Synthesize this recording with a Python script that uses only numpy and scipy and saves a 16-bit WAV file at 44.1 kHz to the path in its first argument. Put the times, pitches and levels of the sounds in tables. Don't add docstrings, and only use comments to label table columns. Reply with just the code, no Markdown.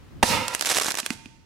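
import sys
import numpy as np
from scipy import signal
from scipy.fft import rfft, irfft
from scipy.io import wavfile

SR = 44100
rng = np.random.default_rng(int(sys.argv[2]) if len(sys.argv) > 2 else 0)


def wav_out(sig):
    wavfile.write(sys.argv[1], SR, np.round(np.clip(np.atleast_2d(sig).T, -1, 1) * 32767).astype(np.int16))


N = 63945
T = np.arange(N) / SR
BANG_S = .228


def bang():
    # f/Hz, level/dB
    blast_colour = [(100, -35), (400, -4), (850, -1.5), (1300, -13.5), (2000, -7), (4500, -17), (9000, -18),
                    (16000, -40.5)]
    # f/Hz, level/dB, t60/s (time to fade by 60 dB)
    boom_modes = [(231, -5.5, 0.028), (525, -15.5, 0.033), (728, -14.5, 0.032), (1774, -16.5, 0.033)]
    hold_s, ceiling = .0055, amp(-3)
    lid_s, lid_width_s = .2381, .00027
    t = T - BANG_S
    fade = (t >= 0) * dying(np.maximum(t - hold_s, 0), t60=.012)
    blast = amp(-11) * noise(blast_colour, likeness=.85) * fade
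    boom = ring(boom_modes, BANG_S + hold_s)
    overloaded = ceiling * np.tanh((blast + boom) / ceiling)
    low_cut = signal.butter(2, 154, "high", fs=SR)
    lid_wave = -amp(-15) * np.exp(-((T - lid_s) / lid_width_s) ** 2)
    return signal.lfilter(*low_cut, overloaded) * pan(db=-4.5) + lid_wave * pan(db=19.5)


def flame_jet():
    # t/s, body/dB, hiss/dB, rumble/dB
    loudness = [(.232, -37, -32, -41.5), (.268, -34, -27.5, -45), (.305, -29.5, -26, -28.5),
                (.333, -24.5, -28.5, -27.5), (.42, -32, -39.5, -36.5), (.48, -38, -45, -53),
                (.535, -36, -45, -61), (.57, -49.5, -60, -61), (.62, -47.5, -37, -54)]
    # f/Hz, level/dB
    rush_colour = [(200, -22), (380, -10.5), (520, 3.5), (680, -4), (950, -3.5), (1200, -8), (2800, -2),
                   (4200, -25), (7000, -36)]
    hiss_colour = [(1500, -17.5), (3000, -9), (4300, 1), (7000, -6.5), (10500, -9.5), (13000, -17),
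                   (16000, -30)]
    rumble_colour = [(25, -28), (60, -20.5), (100, -3.5), (150, -7.5), (240, -0.5), (330, -15), (600, -43)]
    # f/Hz, level/dB, width/Hz
    bin_modes = [(256, -13, 28), (509, -2.5, 8.1), (837, -11.5, 17), (880, 0.5, 9.7), (934, 0.5, 18),
                 (996, 0, 15), (1260, -3, 16), (1320, -10, 8), (1375, -5.5, 3.8), (1902, -6, 3.9),
                 (2050, -6.5, 3.3), (2193, -6, 7.3), (2508, -6.5, 30), (2832, -5.5, 21)]
    low_hz, high_hz, width_hz = 1905, 5820, 7
    flow = noise([(100, 2.5), (4000, 3), (7000, -7.5)], likeness=.77)
    upper_modes = [(low_hz + place * (high_hz - low_hz), -8 * weakness, width_hz)
                   for place, weakness in rng.random(size=(30, 2))]
    ringing = amp(-1) * resonate(flow, bin_modes) + amp(-7.5) * resonate(flow, upper_modes)
    rush = amp(-2.5) * noise(rush_colour, likeness=.77)
    body = level(loudness) * (ringing + rush)
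    hiss = level(loudness, column=2) * noise(hiss_colour, likeness=.59)
    rumble = level(loudness, column=3) * noise(rumble_colour, likeness=.25)
    return (body + hiss + rumble) * (T > BANG_S) * pan(db=-6)


def loud_stars():
    # t/s, snap/dB, puff/dB
    bursts = [(0.4815, -6.5, -25), (0.5493, -3, -14), (0.5948, -14, -26), (0.6106, -3.5, -18),
              (0.6239, -8, -19), (0.649, -11.5, -19.5), (0.658, -5.5, -32), (0.6631, -5.5, -27),
              (0.6709, -17, -21.5), (0.691, -5.5, -36), (0.6999, -5, -15), (0.7125, -42, -17.5),
              (0.7206, -11, -13.5), (0.7475, -6, -28), (0.7604, -19, -18), (0.7689, -7.5, -12),
              (0.7755, -5.5, -46), (0.7841, -18, -10.5), (0.7851, -5, -30), (0.7994, -5.5, -40),
              (0.8121, -21, -15), (0.8147, -11.1, -17), (0.8214, -7.5, -22), (0.834, -9.5, -29),
              (0.8457, -8.5, -17.5), (0.8594, -13.0, -17), (0.866, -10, -46), (0.8795, -25, -24),
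              (0.884, -36, -15.5), (0.8921, -20, -16.5), (0.9055, -7.5, -35), (0.9117, -10.5, -18.5),
              (0.9196, -8, -35), (0.9428, -14, -20), (0.953, -10, -24.5), (0.9728, -10, -23.5),
              (0.9859, -10, -19.5), (0.9891, -10, -34), (0.9973, -14.5, -28), (1.0012, -9.8, -50),
              (1.0627, -6.5, -20)]
    # f/Hz, level/dB
    snap_colour = [(100, -29.5), (900, -6), (2500, 4), (7000, 4), (10500, 0), (13000, -7), (16500, -19)]
    puff_colour = [(50, -18), (250, 0.5), (900, 1.5), (1600, 0), (3500, -10.5), (9000, -26.5)]
    snap, puff = swing(click(snap_colour)), click(puff_colour)
    sand_filter = signal.butter(1, 6100, "low", fs=SR)
    places = rng.uniform(-1.3, 1, (len(bursts), 2))
    out = np.zeros((2, N))
    for (start, snap_db, puff_db), (side, height) in zip(bursts, places):
        pop = (amp(snap_db - 2) * snap + amp(puff_db - 1) * puff) * pan(db=-5.5 + 2 * side)
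        dull_pop = signal.lfilter(*sand_filter, pop)
        splutter = convolve(scatter(t60=.012), dull_pop)
        echo_delay_s = .0015 * (1 + .34 * height)
        add(out, start, pop)
        add(out, start, amp(4) * splutter)
        add(out, start + echo_delay_s, amp(-8) * dull_pop)
    return out


def small_stars():
    # t/s, level/dB
    loudness = [(.45, -56), (.52, -47), (.545, -33), (.575, -45), (.63, -45), (.652, -45), (.667, -23.5),
                (.683, -31), (.715, -22.5), (.738, -28.5), (.773, -21), (.793, -32.5), (.808, -36),
                (.817, -22.5), (.828, -35.5), (.85, -34.5), (.885, -26), (.898, -38), (.915, -36),
                (.93, -66), (.968, -39.5), (.985, -36), (1.003, -27.5), (1.015, -59), (1.045, -47.5),
                (1.062, -34), (1.08, -51), (1.135, -40.5), (1.165, -59)]
    # f/Hz, level/dB
    colour = [(60, -38), (150, -12), (270, -1), (950, -0.5), (2500, 0.5), (7000, 0), (10500, -5),
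              (13000, -11.5), (16000, -34.5)]
    bursts_per_s, ear_spread_db = 2000, 2
    sizes = amp(3.5 * np.minimum(rng.exponential(1, N), 2))
    bursting = rng.random(N) < bursts_per_s / SR
    spikes = sizes * bursting * rng.choice([-1, 1], N)
    ear_gains = amp(ear_spread_db * rng.standard_normal((2, N)))
    crackle = unit(convolve(spikes * ear_gains, swing(click(colour))))
    return crackle * level(loudness) * (T > BANG_S) * pan(db=-5.5)


def bin_thumps():
    # t/s, crack/dB, thump/dB
    bursts = [(1.0305, -33.5, -32.5), (1.1048, -14, -16), (1.258, -34.5, -31)]
    # f/Hz, level/dB
    crack_colour = [(200, -30), (900, -12), (1600, -14.5), (2150, -6), (2700, 5), (3600, -9), (7000, -12),
                    (11000, -22), (16000, -55)]
    # f/Hz, level/dB, t60/s
    knock_modes = [(2090, -8, 0.011), (2510, -3, 0.012)]
    wall_modes = [(900, -39.5, 0.82), (909, -40, 1), (1780, -56, .4), (2476, -57, .3)]
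    thump_hz, thump_t60_s, rise_s = 247.5, .032, .0045
    out = np.zeros((2, N))
    for start, crack_db, thump_db in bursts:
        crack = noise(crack_colour, likeness=.92) * dying(T - start, t60=.0095)
        swell = np.clip((T - start) / rise_s, 0, 1)
        thump = swell * ring([(thump_hz, 4, thump_t60_s)], start)
        out += amp(crack_db) * (crack + ring(knock_modes, start))
        out += amp(thump_db) * (thump + ring(wall_modes, start))
    return out * pan(db=-8)


def beach_echo(sound):
    # f/Hz, t60/s
    fade_times = [(100, 0.65), (500, 0.73), (2000, 0.83), (6000, 0.93), (14000, .36)]
    hz, t, bands = signal.stft(rng.standard_normal((2, SR)), SR, nperseg=256)
    tail = signal.istft(bands * dying(t, value_at(fade_times, hz)[:, None]), SR, nperseg=256)[1]
    dunes = convolve(sound, tail / np.linalg.norm(tail[0]))
    ground = convolve(sound, scatter(t60=.069))
    return amp(-15) * dunes + amp(-13.5) * ground


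def surf_and_wind():
    # f/Hz, level/dB
    surf_colour = [(100, 0.5), (220, 3), (400, 0), (1000, 0), (2700, -6), (5000, -12), (8000, -17.5),
                   (15000, -23)]
    wind_colour = [(20, -12.5), (55, -1.5), (115, 0), (230, -7.5), (350, -14), (700, -27), (2000, -59)]
    # t/s, level/dB
    gusts = [(0, -49.5), (.105, -50), (.134, -41.5), (.21, -41.5), (.4, -37), (.6, -46.5), (1.05, -51.5),
             (1.16, -41.5), (1.45, -45.5)]
    surf = amp(-56.5) * noise(surf_colour, likeness=.25)
    wind = level(gusts) * noise(wind_colour, likeness=.22)
    return surf + wind


def amp(db):
    return 10 ** (np.asarray(db) / 20)


def unit(x):
    return x / np.sqrt(np.mean(x ** 2) + 1e-20)


def value_at(points, hz):
    f, value = np.transpose(points)
    return np.interp(np.log(hz + 1), np.log(f), value)


def level(rows, column=1):
    rows, fade_db_per_s = np.array(rows), 85
    fade_db = fade_db_per_s * np.maximum(T - rows[-1, 0], 0)
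    return amp(np.interp(T, rows[:, 0], rows[:, column]) - fade_db)


def pan(db):
    return amp(np.array([[db], [-db]]) / 2)


def dying(t, t60):
    return (t >= 0) * np.exp(-np.log(1000) * np.maximum(t, 0) / t60)


def noise(colour, likeness):
    left, other = rng.standard_normal((2, N))
    right = likeness * left + np.sqrt(1 - likeness ** 2) * other
    gain = amp(value_at(colour, np.fft.rfftfreq(N, 1 / SR)))
    return unit(irfft(rfft([left, right]) * gain, N))


def click(colour, size=2048):
    log_gain = np.log(amp(value_at(colour, abs(np.fft.fftfreq(size, 1 / SR)))))
    spectrum = np.exp(np.conj(signal.hilbert(log_gain)))
    pulse = np.fft.ifft(spectrum).real
    return pulse / abs(pulse).max()


def swing(pulse):
    wave = signal.lfilter([.5, -1], [1, -.5], pulse)
    return wave / abs(wave).max()


def ring(modes, start):
    t = T - start
    return sum(amp(db) * dying(t, t60) * np.sin(2 * np.pi * hz * t) for hz, db, t60 in modes)


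def resonate(x, modes):
    hz = np.fft.rfftfreq(N, 1 / SR)
    gain = sum((-1) ** k * amp(db) / np.sqrt(width) / (1 + 2j * (hz - f) / width)
               for k, (f, db, width) in enumerate(modes))
    return unit(irfft(rfft(x) * gain, N))


def convolve(x, response):
    return signal.fftconvolve(x, np.atleast_2d(response), axes=1)[:, :N]


def scatter(t60, size=6000):
    tail = rng.standard_normal((2, size)) * dying(T[:size], t60)
    return tail / np.linalg.norm(tail, axis=1, keepdims=True)


def add(mix, start, sound):
    part = mix[:, max(round(start * SR), 0):][:, :sound.shape[1]]
    part += sound[:, :part.shape[1]]


def scene():
    blast = bang()
    burning = flame_jet() + loud_stars() + small_stars() + bin_thumps()
    echo = beach_echo(burning + amp(2) * blast)
    return amp(10) * (blast + burning + echo) + surf_and_wind()


def record(dry):
    threshold_db, max_drop_db, recover_db_per_s, top_hz = -26, 10, 10, 16300
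    peak_db = 20 * np.log10(abs(dry).max(0) + 1e-9)
    recovery_db = recover_db_per_s * T
    held_db = np.maximum.accumulate(peak_db + recovery_db) - recovery_db
    turned_down = dry / amp(np.clip(held_db - threshold_db, 0, max_drop_db))
    clipped = np.clip(turned_down, -.9, .9)
    treble_cut = signal.firwin(201, top_hz, window=("kaiser", 8), fs=SR)
    return signal.fftconvolve(clipped, treble_cut[None], "same", axes=1)


dry = scene()
out = record(dry)
wav_out(out)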